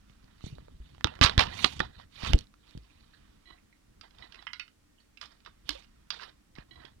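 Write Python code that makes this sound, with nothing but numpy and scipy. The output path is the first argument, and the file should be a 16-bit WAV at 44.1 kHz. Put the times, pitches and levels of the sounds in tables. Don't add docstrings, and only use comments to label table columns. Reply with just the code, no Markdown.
import sys
import numpy as np
from scipy import signal
from scipy.fft import rfft, irfft, next_fast_len
from scipy.io import wavfile
from scipy.ndimage import uniform_filter1d, minimum_filter1d

SR = 44100
rng = np.random.default_rng(int(sys.argv[2]) if len(sys.argv) > 2 else 0)


def convert_level_to_amplitude(level_db):
    exponent = np.asarray(level_db, float) / 20
    return 10 ** exponent


def output_pcm(signal):
    pcm = np.clip(np.atleast_2d(signal).T, -1, 1) * 32767
    wavfile.write(sys.argv[1], SR, np.round(pcm).astype(np.int16))


N = 308700

# frequency in Hz, density in dB per Hz.
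ROOM_TONE_COLOUR = [(12, -47.5), (20, -6), (53, -5), (135, -23), (212, -10.5), (351, -30), (445, -22.5),
                    (565, -35.5), (1180, -24.5), (6000, -37.5), (7800, -71.5), (13200, -120)]
# time in seconds, level in dB.
GRIP_RUMBLE = [(0.0, -75), (.13, -67.5), (.36, -64), (.5, -49), (.68, -58), (1.07, -57.5), (1.36, -41.5),
               (1.6, -47), (1.83, -44), (1.93, -60.5), (2.2, -64), (2.32, -36), (2.42, -53.5),
               (2.55, -65.5), (4.93, -71), (6.57, -65), (6.86, -60.5), (7.0, -69)]
# frequency in Hz, density in dB per Hz.
GRIP_COLOUR = [(15, -18), (40, -4), (70, -4), (150, -9.5), (300, -15.5), (500, -25.5), (900, -58.5)]
# start in seconds, peak in dB, low mode in Hz, low mode share in dB.
KNOCKS = [(.097, -52.5, 1390, -4), (.408, -48, 1200, -0.5), (.441, -51, 730, 40), (.584, -44, 714, 39),
          (.683, -50, 902, 14), (.948, -51, 1090, -2), (.981, -45.5, 860, 0), (1.009, -38, 1776, 3),
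          (1.0715, -23.5, 1000, -6), (1.139, -41, 1000, 2), (1.1905, -37, 700, -2), (1.659, -23, 1100, 0),
          (1.803, -13.5, 1837, 4.5), (1.999, -43, 1126, 23), (2.54, -50.5, 1249, 1)]
# start in seconds, peak in dB, high mode in Hz.
TICKS = [(.243, -54, 4430), (0.553, -50, 4020), (1.154, -42.5, 2940), (1.161, -51, 3000),
         (2.381, -39, 4500), (1.628, -32, 2580), (1.794, -29, 3440), (2.357, -44, 7540),
         (2.3887, -30, 4300), (2.409, -41, 3210), (2.442, -58, 3720), (2.47, -54, 4000), (2.709, -51, 3810),
         (2.776, -43.5, 4500), (5.692, -18, 3250)]
# start in seconds, peak in dB, low mode in Hz, high mode in Hz,
# edge in dB.
CRACKS = [(1.044, -9, 1040, 3640, -30), (1.2128, -1.5, 1680, 3680, -23), (1.296, -18.5, 1110, 3830, -34),
          (1.379, -2.5, 1790, 3460, -25), (1.469, -30, 1750, 3800, -38), (1.571, -37, 1755, 2730, -38),
          (1.644, -5.5, 1130, 2950, -20.5), (1.646, -6, 1249, 4200, -26.5), (2.248, -23, 2008, 3100, -45),
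          (2.263, -28, 1294, 3100, -45), (2.334, -10.5, 2116, 2853, -42.5)]
# start in seconds, peak in dB, swing in Hz, jolt 0 to 4, direction +-1.
JOLTS = [(.1, -48, 80, 1.4, 1), (.241, -45.5, 47, 1.1, 1), (0.44, -28, 65.6, 1.94, -1),
         (0.466, -33, 137, .84, 1), (1.0461, -18.5, 62, 1.05, -1), (1.2123, -9, 62, 1.4, 1),
         (1.245, -15, 60, .8, 1), (1.378, -5, 57, 1.05, 1), (1.805, -34.5, 197.4, .53, 1),
         (2.234, -26.5, 42.7, 3.6, -1), (2.751, -34.5, 111, .74, -1), (2.773, -35.5, 107.5, .92, -1),
         (6.584, -37, 133.3, 1.4, 1)]
# start in seconds, peak in dB, swing in Hz, t60 in seconds,
# direction +-1.
SWAYS = [(0.525, -34, 126, 0.035, -1), (.584, -39.5, 600, 0.011, 1), (.683, -41, 550, 0.0095, 1),
         (.744, -41.5, 42.59, 0.059, -1), (.801, -37, 55.7, 0.084, -1), (1.045, -26, 480, .02, 1),
         (1.215, -20.5, 265, .05, 1), (1.38, -24.5, 249, 0.042, 1), (1.643, -19.5, 399.3, .02, -1),
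         (2.333, -17, 26, 0.035, 1), (2.3425, -6, 48, 0.025, -1), (2.354, -25.5, 22, 0.034, 1),
         (2.757, -43.5, 56, 0.18, 1), (5.691, -38.5, 298.2, 0.076, -1), (5.7, -46.5, 50.4, 0.18, 1),
         (5.752, -42, 543, 0.054, 1), (6.581, -46, 45.4, 0.085, -1), (6.848, -40.5, 378, 0.01, 1),
         (1.6445, -13, 1200, .014, 1), (1.8035, -19, 1830, .014, 1), (1.8045, -25, 1150, .014, 1),
         (1.66, -30, 750, .03, 1)]
# frequency in Hz, density in dB per Hz.
RUB_COLOUR = [(300, -10), (700, -4), (950, -4), (1180, -3), (1450, -7.5), (2000, -3.5), (3900, 1.5),
              (5000, -7.5), (6500, -12), (10000, -22), (16000, -36)]
# time of most pressure in seconds, rub in dB, swell in seconds,
# fade in seconds, brightness in dB.
SLIDES = [(.11, -65, 0.065, 0.046, 1.5), (.251, -71, .18, 0.45, -7), (.469, -51, .083, 0.098, 6.5),
          (.6, -67, 0.1, .23, -6), (.88, -64.5, 0.22, 0.41, -1.5), (1.47, -43, .076, 0.16, -7),
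          (1.55, -49, .069, 0.078, 4), (1.637, -34.5, 0.11, .19, 3), (2., -55.5, .13, 0.073, -5.5),
          (2.16, -49.5, 0.058, 0.17, 3), (2.209, -44, 0.053, 0.0773, 0.5),
          (2.265, -32.5, 0.055, 0.074, -1.5), (2.31, -45.5, .061, 0.067, -7),
          (2.4, -55.5, .071, 0.067, -0.5), (2.691, -60, .095, 0.11, -0.5), (2.9, -65.5, .41, 1, -1.5),
          (4.241, -56, .14, 0.075, -8), (4.37, -60.5, 0.12, 0.16, -10), (5.32, -59, .069, .089, -2.5),
          (5.687, -47.5, 0.036, 0.031, 1), (6.6, -61.5, .063, 0.053, -13), (6.861, -61.5, 0.22, 0.1, -13)]
# time of most pressure in seconds, rub in dB,
# fade in seconds, brightness in dB.
SKIDS = [(1.062, -51.5, 0.18, -8), (1.239, -22, 0.029, 9.5), (1.263, -30, 0.041, -3.5),
         (1.3, -39, 0.094, -3), (1.397, -25.5, .065, -3), (1.808, -47, 0.089, -9.5),
         (3.498, -67.5, 0.1, -8), (4.04, -59.5, 0.069, -7.5), (4.999, -69, .11, 6),
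         (5.227, -44, 0.055, 3.5), (5.467, -55.5, 0.036, -9.5), (5.709, -43.5, 0.14, 4),
         (6.131, -46.5, 0.12, 0), (6.215, -45.5, 0.09, 0), (6.24, -57.5, 0.12, -4)]
# start in seconds, peak in dB, frequency in Hz, t60 in seconds.
PINGS = [(3.136, -56, 1700, 0.044), (3.137, -56, 4100, 0.036), (2.9, -60.5, 2525, 0.033),
         (3.576, -64.5, 2100, 0.045), (3.58, -64, 2530, 0.042), (3.727, -56, 2110, 0.023),
         (3.727, -70, 4000, 0.019), (1.046, -42, 1340, .09), (1.047, -38, 860, .1),
         (1.807, -41.5, 3800, .12), (1.075, -42.5, 2700, .06), (1.455, -40, 1000, .08),
         (1.05, -33, 310, .06), (1.65, -36, 300, .06), (4.98, -62, 2985, 0.045), (5., -61, 4300, 0.052),
         (1.804, -32, 3470, 0.018), (1.518, -42, 1930, 0.12), (6.105, -36, 3290, 0.025),
         (5.693, -24.5, 3170, 0.012)]
# start in seconds, peak in dB, high mode in Hz.
CLATTERS = [(1.218, -16, 3752), (1.2209, -20, 2870), (1.224, -13, 3082), (1.2284, -9, 3610),
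            (1.2317, -14.5, 4350), (1.235, -11.5, 3830), (1.2372, -9, 4120), (1.2405, -8, 4400),
            (1.2426, -14, 3765), (1.2462, -13, 4780), (1.248, -13, 3620), (1.2514, -17, 3030),
            (1.2551, -20, 4660), (1.2588, -16, 4580), (1.2611, -12, 3810), (1.2633, -17, 3050),
            (1.267, -16.5, 2620), (1.2709, -19, 4100), (1.2746, -20, 2890), (1.2789, -23, 3086),
            (1.2824, -26.5, 4030), (1.2849, -24, 3790), (1.3869, -18.5, 3860), (1.3906, -15.5, 4070),
            (1.3928, -9, 4180), (1.3956, -9.5, 3700), (1.4015, -23, 2310), (1.4034, -23, 3770),
            (1.4062, -15, 3670), (1.4105, -21, 3490), (1.413, -24, 3637), (1.4151, -23.5, 2860),
            (1.417, -23, 3477), (1.4212, -27, 2790), (1.4244, -23.5, 2730), (1.4288, -23, 3420),
            (1.4334, -27, 3930), (1.4363, -25.5, 3330), (1.4413, -36, 2300)]
# start in seconds, peak in dB, plastic base share in dB.
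SHAKES = [(3.459, -53.5, -13), (3.475, -51.5, -8), (3.4887, -54, -12.5), (3.5038, -55, -5.5),
          (3.5265, -53, -12), (3.5444, -62, 9), (4.2258, -47, -21), (4.2417, -49.5, -4),
          (4.3905, -47.5, -13), (6.7123, -47, -12.5), (6.733, -59, -13), (6.7595, -51.5, -6),
          (6.8005, -48.5, -11)]
# frequency in Hz, level in dB, t60 in seconds.
RAIL_MODES = [(332, 1, 0.052), (710, -5.5, .1), (1090, -6.5, .06), (1965, 1, 0.045), (2270, -9, .04),
              (2970, -4, 0.031), (3310, -6, 0.039), (3961, -1, 0.04), (4200, -8.5, 0.032), (5030, -21, .03),
              (5370, -22, .03)]
# start in seconds, peak in dB, low mode in Hz, high mode in Hz,
# low mode share in dB.
TAPS = [(4.011, -37.5, 1323, 4700, -11.5), (4.424, -44.5, 804, 3370, -3.5), (4.468, -36.5, 2100, 2500, -1),
        (4.532, -32.5, 2030, 4850, -5), (4.596, -32, 1953, 2510, -14.5), (5.173, -42.5, 1750, 2664, -20),
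        (5.213, -32, 1185, 5250, -8), (5.461, -38, 1137, 3470, -1), (5.705, -30.5, 2105, 4170, -17),
        (6.104, -23.5, 1198, 4490, -13), (6.197, -40, 1595, 2700, 3), (5.228, -42, 1150, 4900, 3.5),
        (6.205, -44, 1700, 3500, -1), (6.244, -45, 1397, 3300, -2), (6.584, -39, 1700, 2800, -1)]
# start in seconds, peak in dB, high mode in Hz.
BOUNCES = [(4.107, -55.5, 3210), (4.184, -49, 3580), (4.322, -43.5, 3300), (4.344, -42.5, 2530),
           (4.356, -45, 2570), (4.679, -50, 2814), (5.257, -46, 5100), (5.403, -57, 3000),
           (6.19, -48, 3400), (6.211, -47, 4500), (6.231, -46, 4000), (6.122, -43, 3300),
           (6.141, -47, 5000), (5.775, -50, 3300), (5.822, -53, 2600), (5.449, -50, 3640),
           (5.843, -54.5, 2830), (6.221, -42, 3900), (6.553, -49.5, 3920), (6.561, -48, 2100),
           (6.851, -42, 3300)]
# start in seconds, ring in dB.
DROPS = [
    (4.468, -37.5),
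    (4.532, -35),
    (4.5962, -29),
]
# frequency in Hz, level in dB, t60 in seconds.
DROP_MODES = [
    [(960, -2, .035), (1380, -5, 0.045), (1693, -15, .15), (1925, -7, .07), (2024, 0, .09), (2500, -2, .03),
     (2845, -4.5, 0.071), (3060, 6.5, .035), (3230, -10, 0.086), (5012, -16, .06)],
    [(972, -6.5, 0.048), (1432, -7, 0.15), (2030, 3, .05), (2180, -10, .12), (2649, -18, .15),
     (2820, 0, .06), (3340, -3, .032), (3876, -7.5, .12), (4850, -2, .04), (5430, -5, .04)],
    [(1410, -13, .13), (1706, -17, .15), (1935, 5, 0.028), (2116, -5, .1), (2520, 9, .035), (2676, -3, 0.1),
     (2950, 5, .04), (3683, -8.5, .06), (4371, -5, .08), (5378, -16, .05)],
]
# frequency in Hz, density in dB per Hz.
HISS_COLOUR = [(180, -25), (300, -1.5), (355, -14), (449, -14.5), (1340, -23), (1580, -21), (8220, -25),
               (16600, -35.5)]

ROOM_TONE_DB, WHINE_HZ, WHINE_DB = -67, 1850, -84.5
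CRACK_LOW_DB, KNOCK_HIGH_HZ, KNOCK_EDGE_DB = -7.5, 3000, -26
TICK_LOW_HZ, TICK_LOW_DB, TICK_EDGE_DB = 1700, -20.5, -15
JOLT_T60_S = 0.022
SLIDE_DRAG_DB, SLIDE_HISS_DB = -6, -15
SKID_SWELL_S, SKID_DRAG_DB, SKID_HISS_DB = .017, -1, -16.5
DRAG_PER_BRIGHT = -0.96
CLATTER_LOW_HZ, CLATTER_LOW_DB, CLATTER_EDGE_DB, CLATTER_DB = 1180, -8.5, -21.5, -3
BOUNCE_LOW_TO_HIGH, BOUNCE_LOW_DB = .48, -13.5
TAP_TOP_DB, TOP_DB_PER_OCTAVE = -4.5, 6.5
PORT_DB, HISS_DB = 10, -71
LEFT_LAG_SAMPLES, LEFT_CUTOFF_HZ = 22, 305


def level(x, db):
    return x * convert_level_to_amplitude(db) / np.sqrt(np.mean(x ** 2))


def colour(x, points):
    hz, db = np.transpose(points)
    size = next_fast_len(len(x))
    bin_hz = np.maximum(np.arange(size // 2 + 1) * SR / size, 1)
    gain = convert_level_to_amplitude(np.interp(np.log(bin_hz), np.log(hz), db))
    return irfft(rfft(x, size) * gain, size)[:len(x)]


def band(x, lo_hz, hi_hz):
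    return signal.sosfilt(signal.butter(3, [lo_hz, hi_hz], "band", fs=SR, output="sos"), x)


def walk(rate_hz):
    hold = int(SR / rate_hz)
    steps = np.repeat(rng.standard_normal(N // hold + 1), hold)
    return 1.6 * uniform_filter1d(steps, hold)[:N]


def add(out, s, x, db):
    i = int(s * SR)
    x = x[:N - i]
    out[i:i + len(x)] += convert_level_to_amplitude(db) * x / np.max(np.abs(x))


def ring(hz, gain, t60_s, rise_s, phase=0):
    t = np.arange(int(np.max(t60_s) * SR) + 99)[:, None] / SR
    modes = gain * np.sin(2 * np.pi * hz * t + phase) * convert_level_to_amplitude(-60 * t / t60_s)
    return (modes * (1 - np.exp(-t / rise_s))).sum(axis=1)


def strike(low_hz, high_hz, low_db, top_db, edge_db, t60_s, rise_s, crowd_db, bottom_hz, chance):
    hz = np.geomspace(bottom_hz, 13000, len(chance[0])) * np.exp(0.031 * chance[0])
    knee_hz = [500, low_hz, min(high_hz, 5200), min(1.25 * high_hz, 5250), 5300, 6800, 14000]
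    knee_db = [low_db - 6.0, low_db, 0, top_db, top_db, edge_db, edge_db - 12.5]
    db = np.interp(np.log(hz), np.log(knee_hz), knee_db)
    db += crowd_db + 1.2 * chance[1]
    life_s = 0.42 * t60_s * (2000 / hz) ** 0.072
    main_hz, main_db = [low_hz, high_hz], [low_db - 2, -3]
    main_life_s = t60_s * np.array([.6, .35])
    phase = np.r_[2 * chance[2], 0, 0]
    return ring(np.r_[hz, main_hz], convert_level_to_amplitude(np.r_[db, main_db]), np.r_[life_s, main_life_s], rise_s, phase)


def room_tone():
    noise = colour(rng.standard_normal(N), ROOM_TONE_COLOUR)
    return level(noise, ROOM_TONE_DB) * convert_level_to_amplitude(1.7 * walk(2))


def whine():
    return convert_level_to_amplitude(WHINE_DB + 3.0 * walk(18)) * np.sin(2 * np.pi * WHINE_HZ * np.arange(N) / SR)


def hand():
    s, db = np.transpose(GRIP_RUMBLE)
    rumble = level(colour(rng.standard_normal(N), GRIP_COLOUR), 0)
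    return convert_level_to_amplitude(np.interp(np.arange(N) / SR, s, db) + 3.0 * walk(25)) * rumble


def knocks():
    rows = [(s, db, low_hz, KNOCK_HIGH_HZ, low_db, KNOCK_EDGE_DB) for s, db, low_hz, low_db in KNOCKS]
    rows += [(s, db, TICK_LOW_HZ, high_hz, TICK_LOW_DB, TICK_EDGE_DB) for s, db, high_hz in TICKS]
    rows += [(*row[:-1], CRACK_LOW_DB, row[-1]) for row in CRACKS]
    out, chances = np.zeros(N), rng.standard_normal((len(rows), 3, 40))
    for (s, db, low_hz, high_hz, low_db, edge_db), chance in zip(rows, chances):
        hit = strike(low_hz, high_hz, low_db, -5.5, edge_db, 0.023, 0.00007, -7.0, 520, chance)
        add(out, s, hit, db - 3.5)
    return out


def room(x, t60_s, wet_db):
    t = np.arange(int(t60_s * SR)) / SR
    wash = band(rng.standard_normal(len(t)), 900, 5200) * convert_level_to_amplitude(-60 * t / t60_s) * (t > .003)
    wash /= np.sqrt(np.sum(wash ** 2))
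    return x + convert_level_to_amplitude(wet_db) * signal.fftconvolve(x, wash)[:N]


def thumps():
    out, shudder = np.zeros(N), np.zeros(N)
    rows = [(s, db, hz, JOLT_T60_S, jolt, side) for s, db, hz, jolt, side in JOLTS]
    rows += [(s, db, hz, t60_s, 0, side) for s, db, hz, t60_s, side in SWAYS]
    shudder_fade = convert_level_to_amplitude(-60 * np.arange(SR // 4) / SR / 0.13)
    for s, db, hz, t60_s, jolt, side in rows:
        t = np.arange(int(t60_s * SR) + 9) / SR
        turns = hz * (t + jolt * .004 * (1 - np.exp(-t / 0.0011)))
        add(out, s, side * np.sin(2 * np.pi * turns) * convert_level_to_amplitude(-60 * (t / t60_s) ** 2), db)
        add(shudder, s, shudder_fade, db - 21.5)
    return out + shudder * level(band(rng.standard_normal(N), 130, 480), 0)


def rub():
    grains = rng.standard_normal(N) * convert_level_to_amplitude(1.6 * rng.exponential(size=N)) * (rng.random(N) < .04)
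    skin = colour(level(grains, -1.2) + rng.standard_normal(N), RUB_COLOUR)
    t, pressure = np.arange(N) / SR, np.zeros((3, N))
    rows = [(*row, SLIDE_DRAG_DB, SLIDE_HISS_DB) for row in SLIDES]
    rows += [(s, db, SKID_SWELL_S, fall_s, bright_db, SKID_DRAG_DB, SKID_HISS_DB)
             for s, db, fall_s, bright_db in SKIDS]
    for s, db, rise_s, fall_s, bright_db, drag_db, hiss_db in rows:
        span = slice(max(int((s - 2 * rise_s) * SR), 0), int((s + 2 * fall_s) * SR))
        swell_db = -24 * np.maximum((s - t[span]) / rise_s, (t[span] - s) / fall_s) ** 1.5
        layer_db = np.array([[0], [drag_db + DRAG_PER_BRIGHT * bright_db], [hiss_db + bright_db]])
        pressure[:, span] += convert_level_to_amplitude(db + swell_db + layer_db)
    layers = []
    for edges in (np.geomspace(2000, 5500, 6), np.geomspace(330, 2000, 6), np.geomspace(5500, 16000, 3)):
        patches = np.zeros(N)
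        for lo_hz, hi_hz in zip(edges, edges[1:]):
            patches += convert_level_to_amplitude(2.1 * walk(70)) * band(skin, lo_hz, hi_hz)
        layers.append(level(patches, 0))
    return convert_level_to_amplitude(1.2 * walk(120)) * (pressure * layers).sum(axis=0)


def pings():
    out = np.zeros(N)
    for s, db, hz, t60_s in PINGS:
        note = ring(hz * np.array([1, .94, 1.045, 1.1]), np.array([1, .6, .7, .45]), t60_s, .003)
        add(out, s, note, db - 3)
    return out


def clatter():
    out, chances = np.zeros(N), rng.standard_normal((len(CLATTERS), 4, 40))
    for (s, db, high_hz), chance in zip(CLATTERS, chances):
        low_hz = CLATTER_LOW_HZ * (1 + .015 * chance[3, 0])
        hit = strike(low_hz, high_hz, CLATTER_LOW_DB, -6, CLATTER_EDGE_DB, 0.022, .0006, -10.5, 600, chance)
        add(out, s, hit, db + CLATTER_DB)
    return out


def rail():
    out, chances = np.zeros(N), rng.standard_normal((len(SHAKES), 3, 2 * len(RAIL_MODES)))
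    hz, mode_db, t60_s = np.tile(np.transpose(RAIL_MODES), 2)
    twin = np.arange(len(hz)) >= len(RAIL_MODES)
    for (s, db, base_db), chance in zip(SHAKES, chances):
        start_s = s - .003
        phase = 2 * np.pi * hz * int(start_s * SR) / SR
        phase = phase + (hz / 3000 + 2 * twin) * chance[1]
        gain = convert_level_to_amplitude(mode_db + base_db * (hz < 1200) + 1.6 * chance[0] - 4.0 * twin)
        add(out, start_s, ring(hz * (1 + .03 * twin * chance[2]), gain, .8 * t60_s, .006, phase), db - 2)
    return out * convert_level_to_amplitude(2.2 * walk(260))


def taps():
    rows = TAPS + [(s, db, BOUNCE_LOW_TO_HIGH * hz, hz, BOUNCE_LOW_DB) for s, db, hz in BOUNCES]
    out, chances = np.zeros(N), rng.standard_normal((len(rows), 3, 40))
    for (s, db, low_hz, high_hz, low_db), chance in zip(rows, chances):
        top_db = TAP_TOP_DB + TOP_DB_PER_OCTAVE * np.log2(high_hz / 3200)
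        hit = strike(low_hz, high_hz, low_db, top_db, top_db - 17.5, 0.049, 0.00086, -9, 934.0, chance)
        add(out, s, hit, db - 2.5)
    return out


def drops():
    out = np.zeros(N)
    for (s, db), modes in zip(DROPS, DROP_MODES):
        hz, mode_db, t60_s = np.transpose(modes)
        hz = np.r_[hz, 1.035 * hz]
        gain = convert_level_to_amplitude(np.r_[mode_db, mode_db - 4.0])
        life_s = np.tile(np.minimum(.75 * t60_s, .12), 2)
        add(out, s, ring(hz, gain, life_s, 0.00069, 2 * np.pi * rng.random(len(hz))), db)
    return out * convert_level_to_amplitude(2.5 * walk(200))


def scene():
    near_hits = room(knocks() + clatter(), 0.11, -20.0)
    shelf_hits = room(pings() + rail() + taps() + drops(), 0.17, -12.5)
    handling = hand() + thumps() + rub()
    mix = convert_level_to_amplitude(PORT_DB) * (near_hits + shelf_hits) + handling + room_tone() + whine()
    return np.tile(mix, (2, 1))


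def top_cut(x):
    return signal.sosfilt(signal.butter(12, 16800, fs=SR, output="sos"), x)


def record(dry):
    limit_gain = minimum_filter1d(np.minimum(1, .97 / (np.abs(dry[1]) + 1e-9)), size=257)
    right = dry[1] * uniform_filter1d(limit_gain, size=129)
    right = signal.sosfilt(signal.ellip(6, .2, 30, 16000, fs=SR, output="sos"), right)
    pole = np.exp(-2 * np.pi * LEFT_CUTOFF_HZ / SR)
    late = np.roll(uniform_filter1d(right, size=3), LEFT_LAG_SAMPLES + 2)
    left = signal.lfilter([1 - pole], [1, -pole], late)
    hiss = [level(colour(rng.standard_normal(N), HISS_COLOUR), HISS_DB) for _ in dry]
    return top_cut(np.array([left, right]) + hiss)


dry = scene()
out = record(dry)
output_pcm(out)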